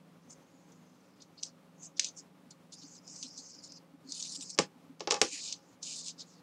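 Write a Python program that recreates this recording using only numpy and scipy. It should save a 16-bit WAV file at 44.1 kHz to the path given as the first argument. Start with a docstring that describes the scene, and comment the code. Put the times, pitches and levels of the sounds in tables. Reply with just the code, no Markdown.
"""A fan hums in a small, dry room, and a bone folder starts to hiss along the creases of a sheet of
cardboard on a cutting mat. Card fibres catch and let go, the creases snap, and the pressing hands
softly bump the table. The folder slips off the edge and knocks the table, is laid down with a
clatter, and fingers sweep along the fold."""
import sys
import numpy as np
from scipy import signal
from scipy.fft import rfft, irfft
from scipy.io import wavfile
from scipy.ndimage import uniform_filter1d

SR = 44100
rng = np.random.default_rng(int(sys.argv[2]) if len(sys.argv) > 2 else 0)


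def inscribe(sig):
    """Save sig as 16-bit PCM at rate SR to the path in sys.argv[1].

    A 1-D sig is mono; a 2-D sig holds one channel per row.
    Samples are clipped to [-1, 1] before scaling.
    """
    pcm = np.round(np.clip(np.atleast_2d(sig).T, -1, 1) * 32767)
    wavfile.write(sys.argv[1], SR, pcm.astype(np.int16))


N = 283466
TIME = np.arange(N) / SR
AGE = np.arange(8192) / SR  # seconds since a hit
BINS = np.fft.rfftfreq(4096, 1 / SR)  # Hz axis for a hit's EQ


def amp(db):
    """Decibels to gain."""
    return 10 ** (np.asarray(db) / 20)


def unit(x):
    """Scales to an rms of one."""
    return x / np.sqrt(np.mean(x ** 2) + 1e-20)


def unit_hit(x):
    """Scales a hit to the energy of 5 ms at level one."""
    return x / np.sqrt(np.sum(x ** 2) / (.005 * SR))


def curve(points, hz):
    """Joins (Hz, value) points on a log-frequency axis."""
    f, value = np.transpose(points)
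    return np.interp(np.log(hz + 1), np.log(f), value)


def band(hz, low_hz, high_hz, low_slope=9, high_slope=9):
    """Band-pass gain; slopes count in steps of 6 dB per octave."""
    low_cut = 1 + (low_hz / (hz + 1)) ** (2 * low_slope)
    high_cut = 1 + (hz / high_hz) ** (2 * high_slope)
    return (low_cut * high_cut) ** -.5


def add(mix, start, sound):
    """Mixes a sound in at start seconds."""
    part = mix[round(start * SR):][:len(sound)]
    part += sound[:len(part)]


def drift(hz):
    """A smooth random modulator of rms one, rolling off above hz."""
    f = np.fft.rfftfreq(N, 1 / SR)
    return unit(irfft(rfft(rng.standard_normal(N)) / (1 + (f / hz) ** 4), N))


def flurry(envelope):
    """Random contacts under an envelope, evened out so that they have no pitch of their own."""
    x = rng.standard_normal(len(AGE))
    for _ in range(4):
        spectrum = rfft(x * envelope)
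        x = irfft(spectrum / (abs(spectrum) + 1e-12))  # flatten the colour
        x /= np.sqrt(abs(uniform_filter1d(x ** 2, size=64)) + 1e-20)  # flatten the level
    return x * envelope


def burst(gain, decay_s):
    """A dying flurry, coloured by a minimum-phase EQ that keeps its attack sharp."""
    log_gain = np.log(np.maximum(np.r_[gain, gain[-2:0:-1]], 1e-5))
    impulse = np.fft.ifft(np.exp(np.conj(signal.hilbert(log_gain)))).real
    return unit_hit(signal.fftconvolve(flurry(np.exp(-AGE / decay_s)), impulse)[:len(AGE)])


# Colour of the fan's air: (frequency [Hz], relative level [dB])
FAN_AIR = [(15, -87.5), (25, -54), (107, -14.5), (133, -13), (164, -8.5), (215, -14), (246, -2.5),
           (359, -13), (552, -12.5), (614, -16), (1200, -18.5), (1660, -25), (2360, -26), (9050, -37.5),
           (15500, -43)]
# Hum of its motor: (frequency [Hz], level [dB])
MOTOR_TONES = [(123.8, -94), (165.5, -66.5), (188.4, -70.5), (247, -80), (290.7, -74.5), (543.7, -78),
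               (823.6, -83)]
def fan(air_db=-63.5, swell_db=1.0, waver_db=3.0):
    """The bed: rushing air with a few wavering motor tones."""
    colour = amp(curve(FAN_AIR, np.fft.rfftfreq(N, 1 / SR)))
    air = unit(irfft(rfft(rng.standard_normal(N)) * colour, N))
    hum = np.zeros(N)
    for hz, db in MOTOR_TONES:
        peak = np.sqrt(2) * amp(db + waver_db * drift(2.1))
        hum += peak * np.sin(2 * np.pi * hz * TIME + drift(3.5))
    return air * amp(air_db + swell_db * drift(10)) + hum


# Decay of the room, before the tail is gated: (frequency [Hz], t60 [s])
ROOM_DECAY = [(150, 0.3), (500, 0.1), (1500, 0.21), (4000, 0.21), (7000, 0.2), (12000, 0.18)]
def room(x, near_db, tail_db, near_decay_s=0.0033, gate_s=0.075):
    """Adds quick bright reflections from things on the desk, then a short tail that ends abruptly."""
    near = flurry(np.exp(-AGE / near_decay_s) * (AGE > .0015))
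    near = signal.lfilter(*signal.butter(2, 900, "high", fs=SR), near)
    gate = np.exp(-(AGE / gate_s) ** 4) * (AGE > .005)
    hz, t, frames = signal.stft(flurry(gate), SR, nperseg=256)
    fade = amp(-60 * t / curve(ROOM_DECAY, hz)[:, None])
    tail = signal.istft(frames * fade, SR, nperseg=256)[1][:len(AGE)]
    echoes = amp(near_db) * near / np.linalg.norm(near) + amp(tail_db) * tail / np.linalg.norm(tail)
    return x + signal.fftconvolve(x, echoes)[:N]


# Soft bumps of the hands on the table: (time [s], level [dB])
HAND_BUMPS = [(0.279, -54.5), (0.54, -54), (2.463, -54), (2.839, -52), (3.246, -48), (3.385, -52.5),
              (3.938, -50.5), (4.052, -49.5), (4.087, -48), (4.384, -47), (4.757, -52.5), (4.898, -47),
              (5.33, -50)]
def hand_bumps(pitch_hz=268, decay_s=0.006):
    """Each push of the hands swells and dies in a low mode of the table."""
    out = np.zeros(N)
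    swell = (AGE / decay_s / 2) ** 2 * np.exp(2 - AGE / decay_s)
    for time, db in HAND_BUMPS:
        tone = np.sin(2 * np.pi * (pitch_hz * rng.normal(1, 0.061) * AGE + rng.random()))
        add(out, time - .005, amp(db) * tone * swell)
    return out


# Modes of the table and mat: (frequency [Hz], relative level [dB], t60 [s])
TABLE_MODES = [(266, -1, 0.17), (347, -2.5, 0.13), (419.4, 7.5, 0.098), (497, -1.5, .13), (552, -3.5, 0.11),
               (828, 3.5, 0.083), (998, -8, 0.072), (1148, -9.5, 0.11), (1226, -9, .1), (1800, -7.5, 0.061),
               (2590, -2, 0.066), (3100, -4.5, 0.044)]
def table_ring(centre_hz, attack_s=.0015):
    """The table rings briefly; each blow lands on another spot and weighs the modes differently."""
    ring = np.zeros(len(AGE))
    for hz, db, t60 in TABLE_MODES:
        envelope = amp(db + rng.standard_normal() - 60 * AGE / t60)
        weight = band(hz, 0.76 * centre_hz, 3.1 * centre_hz, low_slope=9.1, high_slope=2.2)
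        cycles = hz * rng.normal(1, 0.014) * AGE + rng.random()
        ring += envelope * weight * np.sin(2 * np.pi * cycles)
    return unit_hit(ring * (1 - np.exp(-AGE / attack_s)))


# Colour of a knock's crack: (frequency [Hz], relative level [dB])
CRACK_EQ = [(25, -58), (55, -28.5), (90, -10.5), (200, -20.5), (400, -4), (900, -2), (1300, -3),
            (2600, 2.5), (3700, -0.5), (5500, 5.5), (7000, 1), (9000, -9), (12000, -16.5), (15000, -20.5)]
# The folder hits the table: (time [s], crack [dB], ring [dB], push [dB], high cut [Hz], thud centre [Hz])
FOLDER_KNOCKS = [(4.579, -42.5, -45, -58.5, 7070, 450), (4.588, -20, -22, -27, 8430, 399),
                 (5.006, -39, -36.5, -65, 6750, 420), (5.0734, -33.5, -28.5, -56, 6060, 515),
                 (5.1088, -22, -29, -57, 7740, 550), (5.1204, -28, -27, -56, 8500, 550),
                 (5.1425, -33, -33, -56.5, 8400, 670), (5.1640, -44, -36.5, -56.5, 7090, 663),
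                 (5.2151, -18, -23.5, -39, 9870, 405)]
def folder_knocks(crack_decay_s=0.0021, low_decay_s=0.012, thud_under_ring_db=4.0):
    """Bone on the table, in four layers: a hard crack, the mat's dead thud, a low push and a ring."""
    out = np.zeros(N)
    push_eq = band(BINS, 175, 290, low_slope=4.3, high_slope=6.5)
    for time, crack_db, ring_db, push_db, high_hz, centre_hz in FOLDER_KNOCKS:
        high_cut = band(BINS, 0, high_hz, high_slope=7.1)
        thud_eq = high_cut * band(BINS, 0.65 * centre_hz, 1.5 * centre_hz, low_slope=4.5, high_slope=2)
        # hard blows fill the mids of the crack; light ones leave it hollow
        mids_db = np.interp(ring_db, [-30, -21], [-6, 4]) / (1 + ((BINS - 1700) / 750) ** 2)
        crack_eq = amp(curve(CRACK_EQ, BINS) + mids_db) * high_cut
        add(out, time, amp(crack_db) * burst(crack_eq, crack_decay_s))
        add(out, time, amp(ring_db - thud_under_ring_db) * burst(thud_eq, low_decay_s))
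        add(out, time, amp(push_db) * burst(push_eq, low_decay_s))
        add(out, time, amp(ring_db) * table_ring(centre_hz))
    return out


# Colour of snapping card: (frequency [Hz], relative level [dB])
SNAP_EQ = [(1500, -14), (2300, -5.5), (3400, -6), (4800, -0.5), (5500, 0), (6050, 5.5), (6600, 0.5),
           (7500, -2.5), (9000, -8.5), (11000, -9), (14000, -30)]
# Short snaps of the card, and two brief scuffs just before knocks:
# (time [s], level [dB], low cut [Hz], decay [s])
SNAPS_AND_SCUFFS = [(0.306, -52.5, 5000, 0.003), (0.72, -61.5, 5540, .0065), (1.2206, -52, 3200, 0.0013),
                    (1.4291, -41.5, 2600, 0.0048), (1.4336, -32, 3200, 0.00069),
                    (1.9954, -22, 1512, 0.0021), (2.045, -31, 2730, 0.0029), (2.0868, -48.5, 3440, .0013),
                    (2.7223, -51.5, 3230, .004), (3.0778, -49, 4700, 0.0017), (3.2273, -37, 2800, 0.0075),
                    (3.376, -42.5, 4570, 0.0083), (3.7214, -49.5, 4370, 0.0018), (4.1211, -36, 4050, .0016),
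                    (4.2258, -36, 3730, 0.00093), (4.409, -41.5, 2980, 0.0049), (4.502, -42, 4200, 0.0023),
                    (4.996, -54.5, 2480, 0.0048), (5.104, -35, 1980, 0.011), (5.525, -33.5, 2700, 0.0039),
                    (5.829, -39, 3620, .007), (6.083, -39, 3000, 0.0023)]
def snaps_and_scuffs(high_hz=7630):
    """Short, bright bursts: the card snaps as the folder or a finger catches; two scuffs lead knocks."""
    out = np.zeros(N)
    colour = amp(curve(SNAP_EQ, BINS))
    for time, db, low_hz, decay_s in SNAPS_AND_SCUFFS:
        passband = band(BINS, low_hz, high_hz, low_slope=6.2, high_slope=8.3)
        add(out, time, amp(db) * burst(colour * passband, decay_s))
    return out


def contact(t, strokes, digs, arch_db=2, arch_oct=.3, dig_s=.015, rise_db=18.5, release_db_per_s=1207.5):
    """Each stroke takes hold, arches and lets go: level, low cut, high cut and ring pitch at times t."""
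    start, length, rise, db, ramp_db, low_hz, high_hz, ring_hz = np.transpose(strokes)[:, :, None]
    progress = np.clip((t - start) / length, 0, 1)
    arch = np.sin(np.pi * progress) - 2 / np.pi  # the hand is fastest in mid-stroke
    speed_db = ramp_db * (progress - .5) + arch_db * arch
    firmness = np.interp(db, [-51, -44], [0, 1])  # only a firm stroke bends the sheet
    push_db, drop_oct = speed_db, arch_oct * firmness * arch
    for time, boost_db, octaves in digs:
        swell = np.exp(-((t - time) / dig_s) ** 2)
        push_db = push_db + boost_db * swell
        drop_oct = drop_oct + octaves * swell
    fade_in_db = rise_db * np.maximum(start - t, 0) / rise
    fade_out_db = release_db_per_s * np.maximum(t - start - length, 0)
    wander_oct = 0.052 * np.interp(t, TIME, drift(20))  # the ring wanders with the surface
    controls = np.array([db + push_db - fade_in_db - fade_out_db,
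                         low_hz / 2 ** drop_oct,
                         high_hz * 2 ** (0.05 * push_db),  # more force opens the top
                         ring_hz * 2 ** (0.14 * speed_db + wander_oct)])  # sinks as the hand slows
    loudest = np.argmax(controls[0], axis=0)  # one stroke sounds at a time
    return controls[:, loudest, np.arange(len(t))]


# Colour of friction on card: (frequency [Hz], relative level [dB])
FRICTION_EQ = [(1500, -10.5), (2500, -2.5), (3300, -9), (4000, -3), (5000, -0.5), (5800, -4), (7000, 0.5),
               (8500, -6), (10000, -13.5), (11500, -20.5), (13500, -37.5)]
def friction(strokes, digs, ring_db, ring_width_hz, patchy_db, grains_per_s, grain_db, judder_db, trim_db):
    """Card fibres catch and let go by the thousand; the hiss and its ring shift with the contact."""
    sizes = amp(grain_db * np.minimum(rng.exponential(1, N), 4))
    catches = sizes * rng.standard_normal(N) * (rng.random(N) < grains_per_s / SR)
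    hz, t, frames = signal.stft(unit(catches), SR, nperseg=256, noverlap=192)
    hz = hz[:, None]
    level_db, low_hz, high_hz, ring_hz = contact(t, strokes, digs)
    lightness = np.interp(level_db, [-54, -42], [1, .4])  # a light touch lets the card ring
    resonance_db = lightness * ring_db / (1 + ((hz - ring_hz) / ring_width_hz) ** 2)
    # each patch of the uneven surface has its own colour
    patches = uniform_filter1d(rng.standard_normal(frames.shape), size=4, axis=0)
    patches = unit(uniform_filter1d(patches, size=16, axis=1))
    colour = amp(curve(FRICTION_EQ, hz) + resonance_db + patchy_db * patches)
    # quiet hiss has steep band edges; loud hiss has gentler ones
    slope = np.interp(level_db, [-52, -43], [6.5, 3.3])
    # the whole sheet answers faintly under even the lightest touch
    body = amp(-20.5) * band(hz, 2190, 6280, low_slope=6, high_slope=6)
    colour *= band(hz, low_hz, high_hz, low_slope=2 * slope, high_slope=slope) ** 2 + body
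    colour /= np.sqrt(np.mean(colour ** 2, axis=0))
    hiss = signal.istft(frames * colour, SR, nperseg=256, noverlap=192)[1][:N]
    return hiss * amp(np.interp(TIME, t, level_db) + trim_db + judder_db * drift(70))


# Sweeps along the fold: (time [s], length [s], rise [s], level before trim [dB], level ramp [dB],
# low cut [Hz], high cut [Hz], card ring [Hz])
FINGER_SWEEPS = [(5.25, 0.08, 0.09, -47, -3, 2330, 9400, 6200),
                 (5.325, 0.084, 0.052, -42.5, -4, 1800, 9700, 6300),
                 (5.43, 0.11, 0.11, -43, -5, 2770, 7600, 6300),
                 (5.58, 0.17, .02, -72.5, 4, 3800, 7950, 6100),
                 (5.83, 0.15, 0.01, -43.5, -1, 2710, 9150, 6400),
                 (5.96, 0.081, .03, -45, -7.5, 3360, 8900, 6500),
                 (6.062, 0.048, 0.076, -43.5, -4.5, 2750, 8950, 6400),
                 (6.196, 0.028, 0.018, -47, -2.5, 3030, 7900, 4700),
                 (6.28, 0.12, .04, -66.5, -7, 3470, 8000, 5140)]
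def finger_sweeps():
    """Skin brushes the card: a smooth, fine-grained swish with a broad ring."""
    return friction(FINGER_SWEEPS, digs=[], ring_db=8.5, ring_width_hz=730, patchy_db=0.6,
                    grains_per_s=13000, grain_db=-1, judder_db=0.5, trim_db=-0.5)


# Strokes along the creases: (time [s], length [s], rise [s], level before trim [dB], level ramp [dB],
# low cut [Hz], high cut [Hz], card ring [Hz])
FOLDER_STROKES = [(0.23, 1, 0.074, -75, -1.5, 4000, 8300, 6100),
                  (0.305, 0.028, 0.018, -52.5, -2.5, 5200, 9800, 6000),
                  (1.205, 0.02, 0.011, -54.5, 5, 2630, 7700, 4930),
                  (1.382, 0.016, 0.011, -52.5, -1, 2400, 7600, 5000),
                  (1.44, 0.05, 0.06, -50.5, -2.5, 4100, 8100, 5900),
                  (1.828, 0.045, 0.039, -47, -0.5, 5300, 7600, 7300),
                  (1.974, 0.012, 0.012, -46, -0.5, 2860, 7100, 6030),
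                  (2.012, 0.08, .02, -44.5, 2, 2530, 7310, 6200),
                  (2.178, 0.026, 0.022, -47, -2.5, 4800, 8400, 5900),
                  (2.509, 0.0081, 0.0047, -49.5, -3.5, 3200, 9800, 5680),
                  (2.727, 0.02, 0.01, -47, 4, 3200, 10560, 4650),
                  (2.75, 0.13, .02, -55.5, 2, 4600, 6900, 5800),
                  (2.865, 0.12, 0.022, -53.5, -1, 4500, 7740, 6200),
                  (3.1, 0.19, 0.068, -48, -0.5, 4780, 8000, 5750),
                  (3.31, 0.3, 0.027, -52, -2, 4450, 7200, 5740),
                  (3.635, 0.045, 0.022, -50.5, -3.5, 4600, 7700, 5000),
                  (3.69, 0.089, .02, -55.5, -1, 4540, 5600, 5160),
                  (4.1, 0.24, 0.035, -43, 2.5, 3470, 9000, 5560),
                  (4.33, 0.22, 0.05, -49, -3, 4370, 8000, 6800)]
# The tip digs into the crease: (time [s], boost [dB], drop of the low cut [octaves])
TIP_DIGS = [(2.829, 4, 0.83), (2.965, 1, 0.22), (3.25, 2, 1), (3.39, 5, 0.25), (3.5, 4, 0.05),
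            (3.644, 3, 0.27), (3.772, 6.5, 0.14), (4.17, 3, .35), (4.208, 3.5, 0.24), (4.257, 0, .55),
            (4.355, 9.5, 0.56), (4.426, 6.5, 0.7), (4.505, 6.5, .05), (4.545, 3, 0.1)]
def folder_strokes():
    """Bone rubs the card: a grainy, juddering hiss that swells and reaches lower as the tip digs in."""
    return friction(FOLDER_STROKES, TIP_DIGS, ring_db=10.5, ring_width_hz=370, patchy_db=3,
                    grains_per_s=7000, grain_db=0, judder_db=1.5, trim_db=-3)


def scene():
    """Rubbing, snaps, scuffs and knocks in the room, over dry hand bumps and the fan, in mono."""
    rubbing = room(folder_strokes() + finger_sweeps(), near_db=-12.5, tail_db=-17)
    snapping = room(snaps_and_scuffs(), near_db=-7, tail_db=-11)
    knocking = room(folder_knocks(), near_db=-6.5, tail_db=-8.5)
    return (rubbing + snapping + knocking + hand_bumps() + fan())[None]


def record(dry):
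    """A steep high cut at 15.8 kHz on the whole mix."""
    high_cut = signal.firwin(511, 15800, window=("kaiser", 9), fs=SR)
    return signal.oaconvolve(dry, high_cut[None], "same")


dry = scene()
out = record(dry)
inscribe(out)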